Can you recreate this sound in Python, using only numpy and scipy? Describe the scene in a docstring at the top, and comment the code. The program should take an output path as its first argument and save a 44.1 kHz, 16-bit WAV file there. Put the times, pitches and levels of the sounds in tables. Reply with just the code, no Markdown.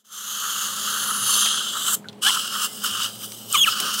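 """A dental clinic, close to a suction tip that draws air and saliva from a mouth.
Turbulent air hisses and rings in the tip, whistles faintly at the rim, sputters as liquid passes
and stops while the tip is sealed. Twice, wet tissue flutters at the rim and squeals.
Instruments tick on teeth and handling bumps softly, over machine hum and room noise."""
import sys
import numpy as np
from scipy import signal
from scipy.fft import rfft, irfft
from scipy.io import wavfile
from scipy.ndimage import uniform_filter1d

SR = 44100
rng = np.random.default_rng(int(sys.argv[2]) if len(sys.argv) > 2 else 0)


def unload_wav(signal):
    """Save mono or channel-first audio to the path in sys.argv[1] as 16-bit WAV at rate SR, clipped to [-1, 1]."""
    wavfile.write(
        sys.argv[1],
        SR,
        np.round(np.clip(np.atleast_2d(signal).T, -1, 1) * 32767).astype(np.int16),
    )


N = 176400
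T = np.arange(N) / SR


def amp(db):
    """Decibels to gain."""
    return 10 ** (np.asarray(db) / 20)


def unit(x):
    """Scales to rms 1."""
    return x / np.sqrt(np.mean(x ** 2) + 1e-20)


def curve(points, t):
    """Interpolates (time, value) rows."""
    return np.interp(t, *np.transpose(points))


def spectrum(points, hz):
    """Interpolates (frequency, value) rows on a log-frequency axis."""
    f, db = np.transpose(points)
    return np.interp(np.log(hz + 1), np.log(f + 1), db)


def bell(x, centre, width):
    """Gaussian of height 1."""
    return np.exp(-((x - centre) / width) ** 2)


def wander(rate_hz):
    """Low-passed noise of rms 1."""
    lowpass = bell(np.fft.rfftfreq(N, 1 / SR), 0, rate_hz)
    return unit(irfft(rfft(rng.standard_normal(N)) * lowpass, N))


def patches(shape, bins, frames):
    """Random field of rms 1, smoothed over frequency and time."""
    field = uniform_filter1d(rng.standard_normal(shape), size=bins, axis=0)
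    return unit(uniform_filter1d(field, size=frames, axis=1))


def bursts(rows, rise_s):
    """Short noise excitations, each dying away in one resonance."""
    out, t, hz = np.zeros(N), T[:SR // 2], np.fft.rfftfreq(SR // 2, 1 / SR)
    for start_s, db, decay_s, centre_hz, octaves in rows:
        band = (1 + (np.log2((hz + 1) / centre_hz) / octaves) ** 4) ** -0.5
        ring = unit(irfft(band * np.exp(2j * np.pi * rng.random(len(hz)))))
        envelope = np.minimum(t / rise_s, 1) * np.exp(-np.maximum(t - rise_s, 0) / decay_s)
        span = out[round(start_s * SR):][:len(t)]
        span += (amp(db) * ring * envelope)[:len(span)]
    return out


# Air flow through the tip. Each row: time in seconds, hiss gain in dB.
AIR_FLOW = [(0, -61.5), (.04, -80), (.05, -57), (.1, -52), (.13, -38), (.3, -30.5), (.51, -26),
            (.75, -27.5), (.91, -24.5), (1.2, -26.5), (1.31, -19.5), (1.42, -19), (1.52, -23.5),
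            (1.72, -30), (1.86, -27), (1.88, -23), (1.91, -27.5), (1.95, -26.5), (1.957, -40.5),
            (2.02, -67), (2.21, -63.5), (2.222, -28), (2.245, -21.5), (2.29, -19.5), (2.312, -24),
            (2.335, -20.5), (2.37, -26), (2.49, -29.5), (2.56, -26.5), (2.6, -27), (2.65, -22.5),
            (2.69, -41), (2.81, -37.5), (2.86, -21.5), (2.9, -27.5), (2.94, -27), (3.05, -20.5),
            (3.11, -39), (3.19, -43), (3.25, -32.5), (3.27, -41), (3.48, -45), (3.545, -21.5),
            (3.58, -17.5), (3.62, -27), (3.68, -18), (3.72, -22.5), (3.75, -26), (3.87, -24), (3.92, -26),
            (3.945, -20.5), (3.965, -29), (4, -18.5)]
# Treble against the rest. Each row: time in seconds, shelf gain in dB.
TREBLE_SHELF = [(0, 0), (.9, -1), (1.35, 0), (1.45, -1), (1.58, -1.5), (1.72, -1.5), (1.85, -0.5),
                (1.95, 9), (2.25, 4), (2.5, 0), (2.75, 9), (2.86, 1), (3.04, -3.5), (3.15, 6), (3.5, 8.5),
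                (3.58, -3.5), (3.75, -2), (4, 0)]
# Tip resonances before the seal and once reseated. Each row: frequency in Hz, relative level in dB.
TIP_FREE = [(100, -41), (300, -28.5), (800, -24.5), (1000, -17), (1250, 1), (1600, -9), (2000, -21),
            (2450, -28), (2750, -9.5), (3070, 1.5), (3500, -7), (4300, -8), (4750, -13), (5300, -9.5),
            (5700, -15), (6500, 0), (7000, -8), (7500, -6), (8100, -14.5), (8900, -9), (11000, -12),
            (12700, -12.5), (13400, -13), (14300, -14.5), (16000, -19.5)]
TIP_RESEATED = [(100, -42), (300, -39), (850, -31.5), (1050, -12.5), (1270, -0.5), (1600, -11), (2050, -25),
                (2400, -21.5), (2700, -9.5), (3000, 5), (3400, -6.5), (4500, -12.5), (5100, -7.5),
                (5700, -11.5), (6550, -10.5), (7000, -13), (7600, -10.5), (9000, -10.5), (9900, -17),
                (10800, -16.5), (11600, -20), (12300, -22), (13100, -17), (15600, -17.5)]
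# Resonances that swell or dip as the tip moves.
# Each row: centre in seconds, half length in seconds, centre in Hz, half width in Hz, gain in dB.
TIP_SWELLS = [(0.6, 0.56, 6900, 450, 3), (1.16, 0.24, 10000, 750, 9.5), (1.943, 0.011, 12000, 3800, 3),
              (2.4, .2, 13000, 2300, -1.5), (1.055, 0.1, 1250, 730, 7.5), (3.72, 0.013, 4970, 400, 9.5),
              (1.76, 0.26, 10200, 370, -5), (1.55, 0.13, 13300, 1700, -11), (1.82, 0.25, 6640, 190, -6),
              (3.5, 0.23, 10000, 600, -7), (2.27, 0.1, 15600, 2000, -10), (3.2, 0.46, 6840, 280, -6),
              (3.96, 0.13, 6100, 930, 5.5), (3.3, .03, 3800, 400, -6), (1.85, 0.16, 8060, 830, 8.5),
              (1.62, 0.28, 3350, 660, 5.5), (0.58, 0.56, 1670, 640, 2.5), (1.407, 0.074, 1700, 1050, -4.5),
              (3.45, 0.6, 12200, 370, 14.5), (3.8, 0.29, 8250, 320, -1), (3.34, 0.17, 1600, 750, -7.5),
              (3.61, 0.064, 1510, 410, -14.5), (3.61, 0.055, 5050, 1700, -18), (2.62, 0.078, 1350, 600, 4)]
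# Saliva slugs that swell the low resonance. Each row: centre in seconds, boost in dB.
SALIVA_SLUGS = [(0.962, 7), (1.43, 5.5), (1.04, 1), (1.13, 0), (1.544, 6.5), (1.606, 7), (1.764, 13.5),
                (1.886, 8.5), (1.93, 8), (2.371, 8), (2.556, 10), (2.865, 1), (3.24, 11), (3.891, 6)]


def suction(sealed_s=2.1, drops_per_s=700, slug_half_s=0.012):
    """Turbulence and tiny droplets, coloured by the tip's resonances and scaled by the flow."""
    drops = (rng.random(N) < drops_per_s / SR) * rng.choice([-1, 1], N)
    drop_db = 3.8 * np.minimum(rng.exponential(1, N), 3)
    drive = unit(rng.standard_normal(N) + amp(-9) * unit(drops * amp(drop_db)))
    hz, t, spectra = signal.stft(drive, SR, nperseg=512, noverlap=384)
    hz = hz[:, None]
    free, reseated = unit(amp(spectrum(TIP_FREE, hz))), unit(amp(spectrum(TIP_RESEATED, hz)))
    tip = np.where(t < sealed_s, free, reseated)
    treble_from_hz, treble_full_hz = 3050, 9000
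    colour_db = curve(TREBLE_SHELF, t) * spectrum([(treble_from_hz, 0), (treble_full_hz, 1)], hz)
    for centre_s, half_s, centre_hz, half_hz, swell_db in TIP_SWELLS:
        colour_db += swell_db * bell(t, centre_s, half_s) * bell(hz, centre_hz, half_hz)
    slugs_db = sum(db * bell(t, centre_s, slug_half_s) for centre_s, db in SALIVA_SLUGS)
    gurgle_db = slugs_db + 2 * np.interp(t, T, wander(rate_hz=42))
    colour_db += gurgle_db * bell(hz, centre=1220, width=810)
    colour_db += 1.3 * patches(spectra.shape, bins=4, frames=40)
    ripple_db = 2.7 * patches(spectra.shape, bins=2, frames=170)  # narrow, slowly shifting tube modes
    colour_db += ripple_db * np.clip(hz / treble_from_hz - 0.5, 0, 1)
    hiss = signal.istft(spectra * tip * amp(colour_db), SR, nperseg=512, noverlap=384)[1][:N]
    flicker_db = 0.8 * wander(rate_hz=67)
    return hiss * amp(curve(AIR_FLOW, T) + flicker_db - 0.5)


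# Tissue at the rim. Each row: a curve of (time in seconds, pitch in Hz, level in dB),
# gains of the harmonics in dB.
TISSUE_SQUEALS = [ ([(2.245, 741, -36), (2.26, 775, -25), (2.268, 800, -17.5), (2.28, 854, -21),
                  (2.29, 900, -27), (2.296, 950, -45)], [-17, -2.5, -18, -2, -11]), ([(2.28, 1392, -45),
                  (2.286, 1368, -29), (2.293, 1072, -21), (2.298, 1027, -15.5), (2.301, 974, -36),
                  (2.306, 970, -17.5), (2.311, 1000, -46)], [-9, -16, 0]), ([(3.535, 1385, -34),
                  (3.542, 1292, -34), (3.545, 1270, -17.5), (3.556, 1138, -17.5), (3.563, 1048, -27),
                  (3.568, 1060, -31)], [0, -6.5, -10, -19, -21, -10, -8]), ([(3.552, 2950, -17),
                  (3.56, 3050, -23), (3.575, 3290, -21.5), (3.59, 3520, -18.5), (3.605, 3310, -20),
                  (3.618, 3240, -11.5), (3.626, 3330, -15.5), (3.634, 3230, -12.5), (3.638, 3060, -26)],
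                  [0, -9.5, -21.5, -20.5]), ([(3.634, 3100, -33), (3.638, 2810, -15), (3.644, 2780, -13),
                  (3.65, 2477, -21.5), (3.655, 2170, -41), (3.661, 1810, -32), (3.672, 1557, -23)],
                  [0, -18, -21]), ([(3.67, 1554, -38), (3.678, 1380, -16), (3.689, 1290, -15.5),
                  (3.694, 1250, -47.5)], [-1, -9.5, -35, -39])]


def squeals(jitter=0.01546, jitter_hz=347, shimmer_db=0.5, rasp_rad=0.17, air_band_hz=(8000, 11000)):
    """Wet tissue flutters like an unsteady reed; it rasps and chops the passing air into puffs."""
    out = np.zeros(N)
    rasp = [rasp_rad * wander(rate_hz=580) for _ in range(8)]
    air = unit(signal.lfilter(*signal.butter(2, air_band_hz, "band", fs=SR), rng.standard_normal(N)))
    for points, harmonics_db in TISSUE_SQUEALS:
        times_s, hz, db = np.transpose(points)
        on = (T > times_s[0]) & (T < times_s[-1])
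        pitch_hz = np.interp(T[on], times_s, hz) * (1 + jitter * wander(jitter_hz)[on])
        phase = 2 * np.pi * np.cumsum(pitch_hz) / SR
        level = np.sqrt(2) * amp(np.interp(T[on], times_s, db) + shimmer_db * wander(jitter_hz)[on])
        puffs = air[on] * np.maximum(np.cos(phase), 0)
        out[on] += level * amp(-19) * puffs
        for k, harmonic_db in enumerate(harmonics_db):
            out[on] += level * amp(harmonic_db) * np.sin((k + 1) * phase + k * rasp[k][on])
    return out


# Droplets. Each row: start in seconds, level in dB, decay in seconds, centre in Hz, width in octaves.
DROPLET_SPITS = [(1.459, -21.5, 0.011, 3000, 1.5), (2.545, -31, .003, 6000, 1),
                 (2.839, -24.5, .016, 11000, 0.75), (3.156, -39, 0.0017, 3500, 1),
                 (3.2205, -32, 0.0012, 3370, 0.81), (3.32, -28, 0.0023, 4000, 0.58),
                 (3.527, -11.5, .002, 7900, 0.19), (3.801, -17, .007, 6200, 1.2),
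                 (3.942, -28, 0.0079, 7360, 0.32)]


def spits():
    """Droplets snap through the tip."""
    return bursts(DROPLET_SPITS, rise_s=0.0002)


# Taps on teeth. Each row: start in seconds, level in dB, decay in seconds, ring in Hz, width in octaves.
INSTRUMENT_TICKS = [(2.043, -38.5, .005, 1420, 0.27), (2.055, -41.5, 0.017, 1470, 0.061),
                    (2.0858, -28, 0.0013, 4240, 0.39), (2.09, -39, .008, 3600, 0.22),
                    (2.097, -41, .002, 2600, 0.73), (2.128, -46, 0.0051, 3380, .6)]


def ticks():
    """Instruments touch teeth and ring briefly."""
    return bursts(INSTRUMENT_TICKS, rise_s=0.0005)


# Air whistles. Each row: start in seconds, end in seconds, pitch in Hz, rms level in dB.
RIM_WHISTLES = [(3.68, 4.05, 4662, -45), (1.62, 1.95, 4700, -48), (2.66, 2.75, 2067, -57)]


def whistles(jitter=0.0025, ramp_s=0.024):
    """Air crossing the rim sings faintly, one wavering note at a time."""
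    out = np.zeros(N)
    for start_s, end_s, hz, db in RIM_WHISTLES:
        phase = 2 * np.pi * np.cumsum(hz * (1 + jitter * wander(rate_hz=190))) / SR
        gate = np.clip(np.minimum(T - start_s, end_s - T) / ramp_s, 0, 1)
        out += np.sqrt(2) * amp(db) * gate * np.sin(phase)
    return out


# Handling. Each row: start in seconds, level in dB, decay in seconds, centre in Hz, width in octaves.
HANDLING_BUMPS = [(.61, -49.5, 0.04, 110, 0.22), (1.19, -48, 0.068, 120, 0.22), (1.76, -49, 0.025, 95, .25),
                  (1.95, -41, .04, 182, 0.28), (2.05, -47, .06, 115, .3), (2.9, -49, 0.031, 104, 0.15),
                  (3.8, -36.5, 0.037, 330, 0.84)]


def bumps(low_cut_hz=85):
    """Handling makes soft, low thuds."""
    highpass = signal.butter(4, low_cut_hz, "high", fs=SR, output="sos")
    return signal.sosfilt(highpass, bursts(HANDLING_BUMPS, rise_s=0.014))


# Machine tones. 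Each row: frequency in Hz, rms level in dB.
MACHINE_HUM = [(120, -64.5), (209.7, -51.5), (420, -60), (545, -64), (813, -67)]


def hum(drift=0.00476, waver_db=1.5):
    """Machines hum, wavering in pitch and level."""
    out = np.zeros(N)
    for hz, db in MACHINE_HUM:
        phase = 2 * np.pi * np.cumsum(hz * (1 + drift * wander(rate_hz=8.1))) / SR
        out += np.sqrt(2) * amp(db + waver_db * wander(rate_hz=3.1)) * np.sin(phase)
    return out


def motor(hz=110.5, on_s=2.94, off_s=3.76, ramp_s=0.045):
    """A motor runs briefly on one low tone."""
    running = np.clip(np.minimum(T - on_s, off_s - T) / ramp_s, 0, 1)
    return np.sqrt(2) * amp(-54.5) * running * np.sin(2 * np.pi * hz * T)


# Room noise. Each row: frequency in Hz, relative level in dB.
ROOM_COLOUR = [(20, -34), (65, -26), (95, -30), (120, -5.5), (150, -6), (205, 5), (290, -5.5), (560, -7),
               (900, -11), (1500, -20.5), (4000, -24.5), (7000, -39.5), (16000, -58)]
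# Fade-in of room and machines. Each row: time in seconds, gain in dB.
ROOM_FADE = [(0, -33), (.13, -17.5), (.4, -7.5), (.8, -0.5), (1.1, 1)]


def room(side_from_hz=830):
    """The room's low rush fades in with the machines; only its upper range is wide."""
    colour = amp(spectrum(ROOM_COLOUR, np.fft.rfftfreq(N, 1 / SR)))
    mid, side = amp(-48.5) * unit(irfft(rfft(rng.standard_normal((2, N))) * colour, N))
    mid = mid + hum() + motor()
    side = amp(-13) * signal.lfilter(*signal.butter(2, side_from_hz, "high", fs=SR), side)
    return np.array([mid + side, mid - side]) * amp(curve(ROOM_FADE, T))


# Wall reflections. Each row: frequency in Hz, relative level in dB.
WALL_COLOUR = [(100, -22), (400, 3), (900, 13), (1400, -3), (2000, -25), (2900, 14), (3600, -50),
               (6000, -60), (16000, -22)]


def reflections(x, t60_s):
    """The walls return a dull, decaying tail."""
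    t, hz = T[:SR // 2], np.fft.rfftfreq(SR // 2, 1 / SR)
    noise = irfft(rfft(rng.standard_normal(len(t))) * amp(spectrum(WALL_COLOUR, hz)))
    tail = noise * amp(-60 * t / t60_s)
    return signal.fftconvolve(x, tail / np.linalg.norm(tail))[:N]


def scene():
    """Close sounds sit in the centre of the room, faintly widened by the walls."""
    close = bumps() + suction() + squeals() + whistles() + spits() + ticks()
    side = amp(-33) * reflections(close, t60_s=0.15)
    return np.array([close + side, close - side]) + room()


def record(dry):
    """Soft peak limiter, then band limits."""
    ceiling, low_cut_hz, high_cut_hz = 0.52, 45, 15900
    limited = dry / (1 + (dry / ceiling) ** 6) ** (1 / 6)
    highpass = signal.butter(2, low_cut_hz, "high", fs=SR, output="sos")
    lowpass = signal.firwin(511, high_cut_hz, window=("kaiser", 9), fs=SR)
    return signal.oaconvolve(signal.sosfilt(highpass, limited), lowpass[None], "same")


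dry = scene()
out = record(dry)
unload_wav(out)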